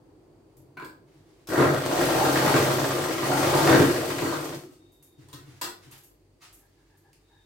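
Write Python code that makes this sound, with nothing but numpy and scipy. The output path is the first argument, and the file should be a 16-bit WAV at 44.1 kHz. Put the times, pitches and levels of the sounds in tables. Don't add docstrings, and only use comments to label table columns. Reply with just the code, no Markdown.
import sys
import numpy as np
from scipy import signal
from scipy.fft import rfft, irfft
from scipy.io import wavfile
from scipy.ndimage import uniform_filter1d

SR = 44100
rng = np.random.default_rng(int(sys.argv[2]) if len(sys.argv) > 2 else 0)


def to_wav(s):
    ch = np.atleast_2d(s).T
    pcm = np.round(np.clip(ch, -1, 1) * 32767)
    wavfile.write(sys.argv[1], SR, pcm.astype(np.int16))


N = 328545
TIME = np.arange(N) / SR
RING = TIME[:SR // 2]


# (time [s], speed [Hz])
SHAFT_SPEED = [(1.47, 7.7), (1.53, 12.4), (1.6, 16.15), (1.83, 12.2), (2.0, 17.63), (2.55, 19.74),
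               (2.9, 15.64), (3.21, 13.3), (3.27, 16), (3.45, 18.36), (3.7, 21.15), (4.0, 14),
               (4.16, 12.56), (4.27, 13.36), (4.54, 8.95), (4.64, 4.7), (4.77, 2.3)]


def shaft():
    sewing = (TIME > SHAFT_SPEED[0][0]) * (TIME < SHAFT_SPEED[-1][0])
    return np.cumsum(curve(SHAFT_SPEED) * sewing) / SR


# (shaft angle [turns], level into table [dB], level into iron [dB], level into steel [dB])
STITCH_BLOWS = [(.15, 1, -7, -0.5), (.28, 3, -6, -2.5), (0.431, -2.5, -15, -7.5), (.52, -7, -5, -11),
                (.66, 1.5, -4, -2.5), (0.771, 0.5, -9.5, -4), (.95, -17, 2.5, -5.5)]


def linkage(turns, scatter_db=2.5, play_s=.0006):
    steel_force = np.zeros(N)
    clacks = []
    for angle, table_db, iron_db, steel_db in STITCH_BLOWS:
        times = TIME[np.searchsorted(turns, np.arange(angle, turns[-1], 1))]
        chance = rng.standard_normal((len(times), 4)).T
        times = times + play_s * chance[0]
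        clacks.append([times, table_db + scatter_db * chance[1], iron_db + scatter_db * chance[2]])
        steel_force += taps(times, undb(steel_db + scatter_db * chance[3] / 2))
    times, thump_db, clack_db = np.hstack(clacks)
    return times, thump_db, clack_db, steel_force


# (frequency [Hz], relative level [dB])
TABLE_MODES = [(50, -19), (85, -11), (104, -10), (136, 2.5), (158, -10.5), (200, -18.5), (278, 4.5),
               (331, 8.5), (362, 3.5), (400, 0.5), (478, 0.5)]
# (frequency [Hz], relative level [dB])
IRON_MODES = [(530, 4.5), (597, 10), (695, -2.5), (758, 0), (900, -1), (1037, 5.5), (1222, 3), (1390, 2),
              (1570, 3.5), (1900, 2), (2224, -11)]
# (frequency [Hz], relative level [dB])
STEEL_SPECTRUM = [(600, -5.5), (1500, -16.5), (2500, -1.5), (3500, -5.5), (5000, -3.5), (7000, -4.5),
                  (8500, -3.5), (10000, -9), (11000, -10), (11900, -6.5), (15500, -10.5)]
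# (frequency [Hz], relative level [dB])
SHUTTLE_MODES = [(2115, -5), (2224, -2), (3690, -3), (4455, -3.5)]
PARTS_DIRECT = [-0.5, -12, -18]
SOFT_BELOW_HZ = 12


def machine(table_t60_s=0.15, iron_t60_s=0.023, shuttle_t60_s=0.069, spot_db=3,
            rub_db=-8, slide_db=-6, crack_db=-4, shuttle_db=-10):
    turns = shaft()
    times, thump_db, clack_db, steel_force = linkage(turns)
    swing = (np.gradient(turns) > 0) * np.abs(np.cos(2 * np.pi * (turns - STITCH_BLOWS[0][0])))
    hardness = np.minimum(curve(SHAFT_SPEED) / SOFT_BELOW_HZ, 1) ** 2

    table = strike(times, thump_db, TABLE_MODES, table_t60_s, spot_db=3.0)

    crack = through(taps(times, undb(clack_db)), fade(0.032)) * grit(5.1)
    chatter = through(steel_force, fade(0.032)) * grit(5.1)
    crack = signal.sosfilt(signal.butter(2, [1500, 4500], "band", fs=SR, output="sos"), crack)

    rub = through(grit(4), ring(IRON_MODES, iron_t60_s))
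    iron_blows = steady(strike(times, clack_db, IRON_MODES, iron_t60_s, spot_db))
    iron = hardness * iron_blows + undb(rub_db) * swing * rub

    steel_body = colour(STEEL_SPECTRUM)
    steel_body = steel_body + undb(shuttle_db) * ring(SHUTTLE_MODES, shuttle_t60_s)[:len(steel_body)]
    rattle = hardness * steady(chatter) + undb(slide_db) * swing * grit(2.7)
    steel = through(rattle, steel_body) + undb(crack_db) * hardness * steady(crack)

    return sum(steady(room(part, PARTS_DIRECT[k])) * undb(effort(axis=k))
               for k, part in enumerate([table, iron, steel]))


REFERENCE_SPEED_HZ = 20
# (level at reference speed [dB], slope [dB per doubling of speed])
LOUDNESS_BY_SPEED = [(-24, 12), (-24, 15.5), (-29.5, 12)]
# (time [s], half-length [s], table change [dB], iron change [dB], steel change [dB])
THICK_LAYERS = [(1.669, 0.14, 6, 8, -3.5), (3.767, 0.1, 7.5, -1.5, 0)]


def effort(axis):
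    reference_db, db_per_doubling = LOUDNESS_BY_SPEED[axis]
    load_db = sum(part_db[axis] * np.exp(-((TIME - s) / half_s) ** 2) for s, half_s, *part_db in THICK_LAYERS)
    return reference_db + db_per_doubling * doublings() + load_db


def doublings():
    return np.log2(np.maximum(curve(SHAFT_SPEED), 1) / REFERENCE_SPEED_HZ)


# (time [s], level into table [dB], level into iron [dB], strongest ring of the head [Hz])
NEEDLE_KNOCKS = [(1.519, -22, -21.5, 1440), (1.578, -16, -15, 1378), (1.6, -6.5, -15.5, 1037),
                 (1.911, -38, -25.5, 1376), (1.987, -14.5, -17.5, 700), (2.542, -7, -9, 1495),
                 (3.231, -24.5, -17, 1199), (3.675, -11.5, -8, 760), (3.698, -9, -10.5, 589),
                 (3.727, -19.5, -5, 1570), (3.747, -8.5, -10, 1564), (3.795, -4, -15, 598),
                 (4.222, -13.5, -19, 1110), (4.325, -44, -18, 1170)]
KNOCK_DIRECT_DB = -7
FOCUS_OCTAVES, KNOCK_TOP_HZ = 0.19, 4500


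def knocks(table_db=20, iron_db=19, focus_db=10, iron_t60_s=0.023):
    times, push_db, _, _ = np.transpose(NEEDLE_KNOCKS)
    sound = through(taps(times, undb(push_db + table_db)), ring(TABLE_MODES, 0.089))
    for s, _, blow_db, focus_hz in NEEDLE_KNOCKS:
        modes = []
        for hz, db in IRON_MODES + SHUTTLE_MODES:
            nearness = np.exp(-(np.log2(hz / focus_hz) / FOCUS_OCTAVES) ** 2)
            modes.append((hz, db + focus_db * nearness))
        sound += through(taps([s], [undb(blow_db + iron_db)]), ring(modes, iron_t60_s))
    return signal.sosfilt(signal.butter(1, KNOCK_TOP_HZ, fs=SR, output="sos"), sound)


# (time [s], level [dB], chatter decay to -60 dB [s])
STEEL_CLICKS = [(1.472, -12.5, 0.04), (1.489, -13, .07), (7.131, -30, 0.0036)]


def steel_clicks():
    return through(blows(STEEL_CLICKS), colour(STEEL_SPECTRUM))


# (start [s], length [s], starting pitch [Hz], level [dB])
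TREADLE_PUSHES = [(1.868, 0.12, 668.6, -27.5), (2.13, 0.099, 775, -23), (2.37, 0.14, 777, -29),
                  (3.25, 0.12, 728, -27.5), (3.45, 0.15, 784.5, -27.5)]
WHIRR_RISE_HZ_PER_S = 750


def belt(width_hz=65, throb=0.41, fade_s=0.032):
    whirr, blur = np.zeros(N), wander(width_hz)
    for start, length, hz, db in TREADLE_PUSHES:
        age = TIME - start
        gate = np.clip(np.minimum(age, length + fade_s - age) / fade_s, 0, 1)
        turning = np.exp(2j * np.pi * (hz + WHIRR_RISE_HZ_PER_S * age / 2) * age)
        whirr += undb(db) * gate * np.real(blur * turning)
    return np.sqrt(2) * whirr * (1 + throb * np.cos(2 * np.pi * shaft()))


# (start [s], end [s], level [dB])
TABLE_DRONES = [(4.49, 4.59, -37.5), (4.63, 4.72, -46.5), (4.76, 4.9, -58.5)]


def table_drone():
    return thin_tone(TABLE_DRONES, 335, 27, clean=0, fade_s=.025)


# (frequency [Hz], relative level [dB])
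CRACK_SPECTRUM = [(300, -6), (1000, -9), (3900, -1), (4550, 3), (5500, -6.5), (8600, -2.5), (10200, -12),
                  (12000, -5.5)]


def metal(hits, modes, body, t60_s, ring_db, clack_db):
    clack = through(blows([(s, db, chatter_s) for s, db, _, chatter_s in hits]), colour(body))
    free = sum(through(taps([s], [undb(db)]), ring(modes, t60_s, spot_db=2)) for s, db, _, _ in hits)
    crack = through(blows([(s, db, chatter_s) for s, _, db, chatter_s in hits]), colour(CRACK_SPECTRUM))
    return undb(ring_db) * free + undb(clack_db) * clack + crack


# (time [s], clank level [dB], crack level [dB], chatter decay to -60 dB [s])
FOOT_BLOWS = [(.770, -40, -32, 0.039), (.799, -41, -44, 0.011), (.822, -42, -42, 0.013),
              (.846, -50, -19, 0.04)]
# (frequency [Hz], relative level [dB])
FOOT_MODES = [(156, 1.5), (307, 4), (1028, 7), (1500, -1), (1588, 5)]
# (frequency [Hz], relative level [dB])
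FOOT_CLACK_SPECTRUM = [(90, -20), (160, -20), (310, 0.5), (750, -15), (1030, -15), (1550, -2.5),
                       (1840, -20), (2350, -7), (3100, -27), (4300, -20), (5400, -37)]


def presser_foot():
    return metal(FOOT_BLOWS, FOOT_MODES, FOOT_CLACK_SPECTRUM, t60_s=.06, ring_db=29, clack_db=31.0)


# (time [s], clank level [dB], crack level [dB], chatter decay to -60 dB [s])
LEVER_BLOWS = [(5.285, -55.5, -31, .01), (5.329, -44, -16, 0.035), (5.613, -29.5, -1, 0.039),
               (5.640, -37, -12.5, 0.035)]
# (frequency [Hz], relative level [dB])
LEVER_MODES = [(350, 2), (1034, 2), (1270, 0), (1870, 1), (3359, -4)]
# (frequency [Hz], relative level [dB])
LEVER_CLACK_SPECTRUM = [(100, -22), (220, -15), (345, 1), (500, -11.5), (1100, -1), (1650, -10),
                        (1880, -6.5), (2300, -12.5), (4600, -9), (15500, -20)]


def foot_lever():
    return metal(LEVER_BLOWS, LEVER_MODES, LEVER_CLACK_SPECTRUM, t60_s=.07, ring_db=25.0, clack_db=29.5) + spring()


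def spring(hz=11520, t60_s=.35, below_crack_db=-17.5):
    times, _, crack_db, _ = np.transpose(LEVER_BLOWS)
    return through(taps(times, undb(crack_db + below_crack_db)), ring([(hz, 0)], t60_s))


# (time [s], level [dB])
TABLE_BUMPS = [(0.576, -47.5), (5.179, -43.5), (5.334, -38.5), (5.47, -42), (5.86, -44.5)]


def bumps(bump_db=37):
    times, db = np.transpose(TABLE_BUMPS)
    soft = signal.sosfilt(signal.butter(2, 150, fs=SR, output="sos"), taps(times, undb(db)))
    return undb(bump_db) * through(soft, ring(TABLE_MODES, 0.097))


# (start [s], length [s], level [dB])
CLOTH_SLIDES = [(1.047, 0.37, -70.5), (5.163, 0.31, -65), (5.433, 0.13, -62.5), (5.78, 0.12, -59.5),
                (5.896, 0.058, -53.5), (6.396, 0.042, -48.5), (6.519, 1, -79)]
# (frequency [Hz], relative level [dB])
CLOTH_SPECTRUM = [(410, -34), (700, -4), (1410, -3.5), (2220, -5.5), (4600, -7.5), (8300, -12.5),
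                  (15500, -21)]
# (time [s], tick level [dB], jingle level [dB])
BANGLE_TICKS = [(0.569, -29.5, -42), (0.847, -34, -40), (4.92, -36, -34), (5.026, -28, -25.5),
                (5.913, -19.5, -33), (5.979, -24, -32), (6.036, -26, -29), (6.527, -30, -21.5),
                (6.595, -34, -46), (6.973, -35, -43)]
# (frequency [Hz], relative level [dB])
BANGLE_SPECTRUM = [(1500, -9), (4000, -10), (7000, 0), (10200, -1), (11800, 8), (14500, -6)]


def handling(jingle_s=0.15, rustle_db=-81, rough_db=5, catch_db=3, catch_hz=18):
    motion = sum(undb(db) * stroke(start, length) for start, length, db in CLOTH_SLIDES) + undb(rustle_db)
    catching = undb(catch_db * np.real(wander(catch_hz)))
    cloth = motion * catching * through(grit(rough_db), colour(CLOTH_SPECTRUM))
    times, tick_db, _ = np.transpose(BANGLE_TICKS)
    jingle = catching * blows([(s, db, jingle_s) for s, _, db in BANGLE_TICKS])
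    return cloth + through(taps(times, undb(tick_db)) + jingle, colour(BANGLE_SPECTRUM))


def stroke(start, length, attack_s=0.028, release_s=0.021):
    attack = np.clip((TIME - start) / attack_s, 0, 1) ** 2
    return attack * np.exp(-np.maximum(TIME - start - length, 0) / release_s)


# (frequency [Hz], relative level [dB])
AIR_SPECTRUM = [(20, -25), (48, -14.5), (96, -1), (150, 6.5), (200, -9.5), (325, 7), (500, -4.5),
                (1000, -13.5), (2500, -35), (15500, -53.5)]
# (time [s], level [dB])
AIR_LEVEL = [(0, -55.5), (1.3, -58.5), (4.9, -62), (7.45, -66.5)]
# (frequency [Hz], level [dB])
HUM_TONES = [(48.4, -70), (96.5, -68.5)]
# (start [s], end [s], level [dB])
WHINE_SPANS = [(4.72, 5.27, -72.5), (7.2, 7.6, -71)]
# (start [s], end [s], level [dB])
CHIRP_SPANS = [(6.59, 6.68, -73), (6.76, 6.84, -76), (6.885, 6.975, -72), (7.03, 7.115, -68),
               (7.29, 7.41, -70)]
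# (frequency [Hz], relative level [dB])
HISS_SPECTRUM = [(1000, -8.5), (2000, 2.5), (3800, -4), (4700, 3.5), (5300, -5.5), (9200, -2.5),
                 (10000, -9.5)]


def background(hiss_db=-75.5):
    air = spread(*(through(rng.standard_normal(N), colour(AIR_SPECTRUM)) for _ in range(2)))
    air = air * undb(curve(AIR_LEVEL))
    hum = sum(undb(db) * np.sqrt(2) * np.real(wander(4.4) * np.exp(2j * np.pi * hz * TIME))
              for hz, db in HUM_TONES)
    whine = thin_tone(WHINE_SPANS, 3703, 55, clean=.1, fade_s=.1)
    chirps = sum(thin_tone(CHIRP_SPANS, hz, 75, clean=0, fade_s=.025) for hz in (850, 1700))
    hiss = np.array([through(rng.standard_normal(N), colour(HISS_SPECTRUM)) for _ in range(2)])
    return air + undb(hiss_db) * hiss + hum + room(whine + chirps, direct_db=-5)


def thin_tone(spans, hz, width_hz, clean, fade_s):
    gate = sum(undb(db) * np.clip(np.minimum(TIME - start, end - TIME) / fade_s, 0, 1)
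               for start, end, db in spans)
    swell = np.sqrt(clean) + np.sqrt(1 - clean) * wander(width_hz)
    return gate * np.sqrt(2) * np.real(swell * np.exp(2j * np.pi * hz * TIME))


def wander(width_hz):
    slow = signal.sosfilt(signal.butter(2, width_hz, fs=SR, output="sos"), rng.standard_normal((2, N)))
    return (slow[0] + 1j * slow[1]) / slow.std() / np.sqrt(2)


def room(x, direct_db=-13.5):
    response = spread(echoes(), echoes())
    response[:, 0] += undb(direct_db)
    return np.array([through(x, unit(side)) for side in response])


def echoes(size=12, bass_t60_s=0.54, mid_t60_s=0.34, top_t60_s=0.27):
    noise = rng.standard_normal(len(RING))
    bass = signal.sosfiltfilt(signal.butter(2, 500, fs=SR, output="sos"), noise)
    top = signal.sosfiltfilt(signal.butter(2, 6000, "high", fs=SR, output="sos"), noise)
    mid = noise - bass - top
    tail = rfft(bass * fade(bass_t60_s) + mid * fade(mid_t60_s) + top * fade(top_t60_s))
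    power = uniform_filter1d(uniform_filter1d(np.abs(tail) ** 2, size), size)
    even = irfft(tail / np.sqrt(power), len(RING))
    return unit(even * np.minimum(1, 2 - 2 * RING / RING[-1]) ** 2)


def spread(mid, side, wide_hz=570):
    hz = np.fft.rfftfreq(len(mid), 1 / SR)
    apart = hz ** 2 / (hz ** 2 + wide_hz ** 2) / 2
    shared = irfft(rfft(mid) * np.sqrt(1 - apart), len(mid))
    opposed = irfft(rfft(side) * np.sqrt(apart), len(mid))
    return np.array([shared + opposed, shared - opposed])


def strike(times, db, modes, t60_s, spot_db):
    spots = rng.standard_normal((len(modes), 2, len(times)))
    return sum(through(taps(times, np.sign(side) * undb(db + mode_db + spot_db * weight)), ring([(hz, 0)], t60_s))
               for (hz, mode_db), (side, weight) in zip(modes, spots))


def ring(modes, t60_s, spot_db=0):
    spot = rng.standard_normal((len(modes), 2))
    shapes = sum(np.sign(side) * undb(db + spot_db * weight) * np.cos(2 * np.pi * hz * RING)
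                 for (hz, db), (side, weight) in zip(modes, spot))
    radiation = signal.butter(2, 0.88 * modes[0][0], "high", fs=SR, output="sos")
    return unit(signal.sosfilt(radiation, shapes * fade(t60_s)))


def blows(rows):
    force = np.zeros(N + len(RING))
    for s, db, chatter_s in rows:
        start = int(s * SR)
        force[start:start + len(RING)] += undb(db) * unit(grit(4.1)[:len(RING)] * fade(chatter_s))
    return force[:N]


def taps(times, gains):
    return np.bincount((np.asarray(times) * SR).astype(int), gains, N)[:N]


def grit(spread_db):
    slips = rng.standard_normal(N) * undb(spread_db * np.repeat(rng.standard_normal(N // 20 + 1), 20)[:N])
    return slips / slips.std()


def steady(x, size=6000):
    local_power = np.abs(uniform_filter1d(np.atleast_2d(x ** 2).mean(0), size))
    return x / np.sqrt(local_power + np.mean(x ** 2) / 10 ** 2)


def colour(points, size=8192):
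    hz, db = np.transpose(points)
    gain = undb(np.interp(np.log(np.fft.rfftfreq(size, 1 / SR) + 1), np.log(hz), db))
    cepstrum = irfft(np.log(gain))[:size // 2]
    cepstrum[1:] *= 2
    return unit(irfft(np.exp(rfft(cepstrum, size))))


def fade(t60_s):
    return np.exp(-np.log(1000) * RING / t60_s)


def through(x, response):
    return signal.fftconvolve(x, response)[:len(x)]


def unit(x):
    return x / np.sqrt(np.sum(x ** 2))


def curve(rows, axis=1):
    rows = np.array(rows)
    return np.interp(TIME, rows[:, 0], rows[:, axis])


def undb(db):
    return 10 ** (np.asarray(db) / 20)


def scene(left_db=0.44):
    sewing = machine() + table_drone()
    sewing = sewing + room(belt() + bumps() + foot_lever())
    sewing = sewing + room(knocks() + steel_clicks() + presser_foot(), KNOCK_DIRECT_DB)
    return sewing * undb([[left_db], [-left_db]]) + room(handling()) + background()


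def record(dry, top_hz=15900):
    return signal.sosfilt(signal.ellip(10, .2, 80, top_hz, fs=SR, output="sos"), dry)


dry = scene()
out = record(dry)
to_wav(out)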